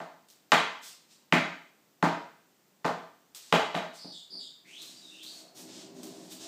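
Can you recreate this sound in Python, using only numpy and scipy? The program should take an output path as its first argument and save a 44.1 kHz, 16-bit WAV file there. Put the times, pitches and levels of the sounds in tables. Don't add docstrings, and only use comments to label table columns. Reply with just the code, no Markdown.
import sys
import numpy as np
from scipy import signal
from scipy.fft import rfft, irfft, next_fast_len
from scipy.io import wavfile
from scipy.ndimage import uniform_filter1d, map_coordinates

SR = 44100
rng = np.random.default_rng(int(sys.argv[2]) if len(sys.argv) > 2 else 0)


def file_out(sig):
    cols = np.atleast_2d(sig).T
    lim = np.clip(cols, -1, 1)
    pcm = np.round(lim * 32767).astype(np.int16)
    wavfile.write(sys.argv[1], SR, pcm)


N = 285327
TIME = np.arange(N) / SR

# (time [s], block ring gain [dB], floor thump gain [dB], contact corner [Hz], band favoured by the struck spot [Hz])
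KNOCKS = [(0.002, 4, 3, 1590, 685), (0.519, 23.5, 19, 4180, 1192), (0.5227, 20, 16, 4370, 950),
          (1.3244, 22.5, 29, 3077, 2260), (2.0262, 21.5, 28, 1729, 914), (2.8453, 11.5, 18.5, 1791, 900),
          (2.8519, 19, 16, 1263, 472), (3.5245, 25.5, 22.5, 1154, 444), (3.5256, 19.5, 20, 4080, 2993),
          (3.7443, 14, 6, 1100, 674), (3.750, 10, 16, 3870, 3990), (3.828, -4.5, -7, 1500, 686),
          (4.044, -1.5, 5, 703.4, 299)]
# (frequency [Hz], width [Hz], gain [dB])
BLOCK_MODES = [(435.7, 71, -3.5), (643.2, 65, 4.5), (710.6, 92.3, 2), (845.4, 60, 3.5), (950.4, 23, 1.5),
               (1022.3, 28, 1), (1197.6, 97, 0.5), (1395, 73, -0.5), (1555.6, 53, 1.5), (1791, 99, -0.5),
               (2052, 160, -1.5), (2457, 210, -3), (3009, 240, -6), (3340.4, 130, -5), (3850, 110, -5.5)]
# (frequency [Hz], width [Hz], gain [dB])
BOARD_MODES = [(112, 12, -29.5), (168.83, 15.38, 2), (216.5, 31, -5), (250.56, 16, 0), (292.9, 16, -1.5),
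               (335.35, 20, -3), (370.7, 59, -10.5), (427, 61, -16), (570.1, 24, -8)]
# (frequency [Hz], gain [dB])
CRACK_COLOUR = [(100, -19), (1000, 1.5), (3000, 3.5), (4400, 2), (5500, -4.5), (7200, -5.5), (9800, -17.5),
                (15000, -21)]
# (time of the break [s], high note length [s], high note level before the room [dB], high note rasp [Hz])
SQUEALS = [(4.114, 0.15, -49, 478.5), (4.383, 0.085, -43, 242.4)]
# (start [s], length [s], first pitch [Hz], last pitch [Hz], level before the room [dB],
# rasp, half the width of the line [Hz])
WHISTLES = [(4.639, 0.1676, 1993, 4023, -52, 320.7), (4.93, 0.046, 4568, 4830, -57.5, 263.3),
            (5.015, 0.08, 3889, 3594, -51, 99.05), (5.103, 0.0812, 2803, 2737, -55.5, 147.9),
            (5.184, 0.095, 3006, 4400, -48, 300.6), (5.267, 0.12, 4544, 4353, -56.5, 80.8)]
# (start [s], length [s], level before bass cut and room [dB])
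RUMBLES = [(4.294, 0.053, -56), (4.615, 0.821, -64.5), (5.534, 0.92, -53.5), (5.932, 0.301, -52.5)]
# (frequency [Hz], width [Hz], gain [dB])
RUMBLE_MODES = [(174.2, 50, -0.5), (257, 21.4, 1), (316.2, 12, 5.5), (387.6, 35.3, 0.5), (633, 171, -9),
                (1090, 125, -25)]
# (middle [s], half length [s], peak level before the room [dB])
CORNER_HUMS = [(5.44, 0.1215, -61.5), (6.46, 0.031, -54)]
# (frequency [Hz], width [Hz], gain [dB])
CORNER_MODES = [(654.7, 73, 8), (780, 61, -16), (973, 123, -24.5)]
# (start [s], length [s], level before filters and room [dB], top edge [Hz])
SCUFFS = [(0.81, 0.075, -41.5, 14100), (1.081, 0.0516, -52, 8960), (3.35, 0.274, -51, 10220),
          (3.924, 0.0477, -45, 11000), (4.648, 0.544, -52, 8830), (4.771, 0.1446, -48.5, 10960),
          (5.204, 0.19, -47.5, 11700), (5.54, 0.0675, -43, 14200), (5.661, 0.1596, -43, 6900),
          (5.933, 0.378, -51, 9860), (6.291, 0.0242, -38, 14000), (6.381, 0.0707, -39.5, 8700)]
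# (time [s], gain before colouring [dB])
TICKS = [(0.286, -24.5), (0.301, -21), (3.348, -11), (3.361, -11.5), (4.819, -13), (5.231, -14.5),
         (6.032, -11), (6.321, -12.5)]
# (frequency [Hz], gain [dB])
SCUFF_COLOUR = [(80, -36), (300, -14.5), (1000, -12), (2200, -10.5), (3600, -1.5), (5000, -1.5),
                (8300, -2.5), (9800, -10.5), (15000, -7.5)]
# (frequency [Hz], relative level per Hz [dB])
TONE_COLOUR = [(50, -16.5), (100, -16.5), (160, -0.5), (310, -1.5), (450, -5.5), (1000, -10), (2200, -14.5),
               (4000, -16), (8000, -16.5), (10000, -25), (12500, -19.5), (15000, -17.5)]
# (frequency [Hz], time to fall by 60 dB [s])
ROOM_T60 = [(150, 0.419), (400, 0.445), (900, 0.4733), (2000, 0.524), (5000, 0.5257), (12000, 0.27)]

SPOT_DB = 5.5
CLICK_DB = -18
THUMP_LAG_S = 0.001502
CRACK_DB, MIDDLING_HZ, CRACK_DB_PER_OCTAVE = -21, 1996.6, 4.5

HIGH_NOTE_HZ, LOW_NOTE_HZ = 4708, 3701
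LOW_NOTE_S, LOW_NOTE_DB, LOW_NOTE_RASP_HZ = 0.0653, -47.5, 260.1
SAG_HZ_PER_S = 2526
NOTE_ATTACK_S, NOTE_RELEASE_S = 0.01545, 0.0276
EFFORT_DB_PER_OCTAVE = 15.5
FRINGE_DB, FRINGE_WIDTH = -7, 2.6

RUMBLE_ATTACK_S, RUMBLE_RELEASE_S = 0.0335, 0.04
JUDDER_HZ, JUDDER_SCATTER, JUDDER_DB = 63.73, 0.045, -1.5

SCUFF_ATTACK_S, SCUFF_RELEASE_S = 0.032, 0.029
TONE_DB = -66.5


def knocks():
    out = np.zeros(N)
    blow = signal.unit_impulse(SR)
    for s, block_db, floor_db, contact_hz, spot_hz in KNOCKS:
        block = undb(block_db) * edge(ring(blow, BLOCK_MODES), contact_hz, "low", order=3)
        spot_mode = [(spot_hz, 0.24 * spot_hz, 0)]
        block = block + (undb(SPOT_DB) - 1) * ring(block, spot_mode)

        hardness_octaves = np.log2(contact_hz / MIDDLING_HZ)
        crack_db = block_db + CRACK_DB + CRACK_DB_PER_OCTAVE * hardness_octaves
        crack = undb(crack_db) * colour(snap(burst_db=-7, decay_s=0.003), CRACK_COLOUR)

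        push = edge(blow, 1.104 * contact_hz, "low", order=3)
        click = undb(block_db + CLICK_DB) * edge(push, 1600, "high")
        boards = undb(floor_db) * edge(ring(blow, BOARD_MODES), 900, "low")

        add(out, s, click + crack + room(block, direct_db=-3.5))
        add(out, s + THUMP_LAG_S, room(boards, direct_db=1.5))
    return out


def snap(burst_db, decay_s):
    burst = rng.standard_normal(SR) * np.exp(-TIME[:SR] / decay_s)
    direct = undb(burst_db) * burst / np.linalg.norm(burst)
    return direct + room(signal.unit_impulse(SR), direct_db=-17.5)


def wheeze(air_db=-13, air_hz=7500, air_width_hz=2000):
    out = sum(note(*whistle, overtone_db=-18.5) for whistle in WHISTLES)
    sunk_hz = LOW_NOTE_HZ - SAG_HZ_PER_S * LOW_NOTE_S
    air_mode = [(air_hz, air_width_hz, 0)]
    for s, length, db, rasp_hz in SQUEALS:
        out += note(s - length, length, HIGH_NOTE_HZ, HIGH_NOTE_HZ, db, rasp_hz, overtone_db=-12.5)
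        out += note(s, LOW_NOTE_S, LOW_NOTE_HZ, sunk_hz, LOW_NOTE_DB, LOW_NOTE_RASP_HZ, overtone_db=-11.5)
        span, swell = envelope(s, LOW_NOTE_S, NOTE_ATTACK_S, NOTE_RELEASE_S)
        air = ring(ring(rng.standard_normal(len(span)), air_mode), air_mode)
        out[span] += undb(LOW_NOTE_DB + air_db) * swell * unit(air)
    return room(out, direct_db=-5.5)


def note(s, length, first_hz, last_hz, db, rasp_hz, overtone_db):
    out = np.zeros(N)
    span, swell = envelope(s, length, NOTE_ATTACK_S, NOTE_RELEASE_S)
    t = TIME[span] - s
    hz = first_hz * (last_hz / first_hz) ** np.minimum(t / length, 1)
    effort_db = EFFORT_DB_PER_OCTAVE * np.log2(hz / np.sqrt(first_hz * last_hz))
    carrier = np.exp(2j * np.pi * np.cumsum(hz) / SR)
    fringe = undb(FRINGE_DB) * waver(t, FRINGE_WIDTH * rasp_hz)
    tone = carrier * (waver(t, rasp_hz) + fringe)
    overtone = edge(unit((tone ** 2).real), 7220, "low", order=4)
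    out[span] = undb(db + effort_db) * swell * (unit(tone.real) + undb(overtone_db) * overtone)
    return out


def waver(t, rasp_hz):
    real, imag = (map_coordinates(rng.standard_normal(SR), [2 * rasp_hz * t], order=3) for _ in range(2))
    return real + 1j * imag


def rumbles():
    force = np.zeros(N)
    for s, length, db in RUMBLES:
        span, swell = envelope(s, length, RUMBLE_ATTACK_S, RUMBLE_RELEASE_S)
        force[span] = np.hypot(force[span], undb(db) * swell)
    friction = grains(N, spread_db=5.0) + undb(JUDDER_DB) * judder()
    rumble = force * unit(edge(ring(friction, RUMBLE_MODES), 3800, "low"))
    pressure = sum(undb(db) * np.exp(-((TIME - s) / half_length) ** 2) for s, half_length, db in CORNER_HUMS)
    corner = pressure * unit(ring(grains(N, spread_db=2), CORNER_MODES))
    return room(edge(rumble, 135, "high") + corner, direct_db=-3.0)


def judder():
    spacing, strength = rng.standard_normal((N // 100, 2)).T
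    times = np.cumsum(np.exp(JUDDER_SCATTER * spacing) / JUDDER_HZ)
    jerks = np.bincount((times * SR).astype(int), undb(2.93 * strength), N)[:N]
    return unit(jerks)


def scuffs():
    brushing, ticking = np.zeros(N), np.zeros(N)
    for s, length, db, top_hz in SCUFFS:
        span, swell = envelope(s, length, SCUFF_ATTACK_S, SCUFF_RELEASE_S)
        grit = edge(grains(len(span), spread_db=4.5), top_hz, "low")
        brushing[span] += undb(db) * swell * grit
    for s, db in TICKS:
        add(ticking, s, undb(db) * snap(burst_db=-3.5, decay_s=0.0069))
    return colour(room(brushing, direct_db=-2) + ticking, SCUFF_COLOUR)


def grains(size, spread_db):
    return unit(rng.standard_normal(size) * undb(spread_db * rng.standard_normal(size)))


def room_tone():
    return undb(TONE_DB) * unit(colour(rng.standard_normal(N), TONE_COLOUR))


def room(x, direct_db, gap_s=0.0052, build_s=0.0015, sparse_s=0.078, echo_share=0.42):
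    t = TIME[:SR]
    noise, chance = rng.standard_normal(SR), rng.random(SR)
    echoes = unit(np.sign(noise) * (chance < 1 / 100))
    early = echo_share * np.exp(-t / sparse_s)
    field = np.sqrt(early) * echoes + np.sqrt(1 - early) * rng.standard_normal(SR)

    centres = np.log([hz for hz, _ in ROOM_T60])
    tail = np.zeros(SR)
    for band, (_, t60) in zip(np.eye(len(centres)), ROOM_T60):
        part = filtered(field, lambda hz: np.interp(np.log(hz + 1), centres, band))
        tail += part * np.exp(-np.log(1000) * t / t60)

    modes = rfft(tail, 2 * SR)
    tail = irfft(modes / np.sqrt(uniform_filter1d(np.abs(modes) ** 2, size=130)))[:SR]
    tail = np.r_[np.zeros(int(gap_s * SR)), tail * (1 - np.exp(-t / build_s))]
    reverberant = signal.fftconvolve(x, tail / np.linalg.norm(tail))[:len(x)]
    return undb(direct_db) * x + reverberant


def ring(x, modes):
    def response(hz):
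        total = 0
        for k, (f, width, db) in enumerate(modes):
            damping = 1j * hz * width
            total = total + (-1) ** k * undb(db) * damping / (f ** 2 - hz ** 2 + damping)
        return total
    return filtered(x, response)


def colour(x, spectrum):
    def response(hz):
        cepstrum = irfft(np.log(undb(lookup(spectrum, hz))))
        half = len(cepstrum) // 2
        return np.exp(rfft(np.r_[cepstrum[0], 2 * cepstrum[1:half]], len(cepstrum)))
    return filtered(x, response)


def filtered(x, response):
    size = next_fast_len(2 * len(x), True)
    hz = np.arange(size // 2 + 1) * SR / size
    return irfft(rfft(x, size) * response(hz), size)[:len(x)]


def edge(x, hz, kind, order=2):
    return signal.sosfilt(signal.butter(order, hz, kind, fs=SR, output="sos"), x)


def envelope(start, length, attack, release):
    rise = np.clip((TIME - start) / attack, 0, 1)
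    fall = np.clip(1 - (TIME - start - length) / release, 0, 1)
    gain = rise * fall
    span = np.flatnonzero(gain)
    return span, gain[span]


def lookup(table, hz):
    points, values = np.transpose(table)
    return np.interp(np.log(hz + 1), np.log(points), values)


def add(out, s, x):
    start = int(s * SR)
    out[start:start + len(x)] += x[:N - start]


def undb(db):
    return 10 ** (np.asarray(db) / 20)


def unit(x):
    return x / np.sqrt(np.mean(x ** 2))


def scene():
    return (knocks() + wheeze() + rumbles() + scuffs() + room_tone())[None]


def record(dry):
    thin = edge(dry, 64, "high", order=3)
    return signal.sosfilt(signal.ellip(10, 0.2, 70, 15450, fs=SR, output="sos"), thin)


dry = scene()
out = record(dry)
file_out(out)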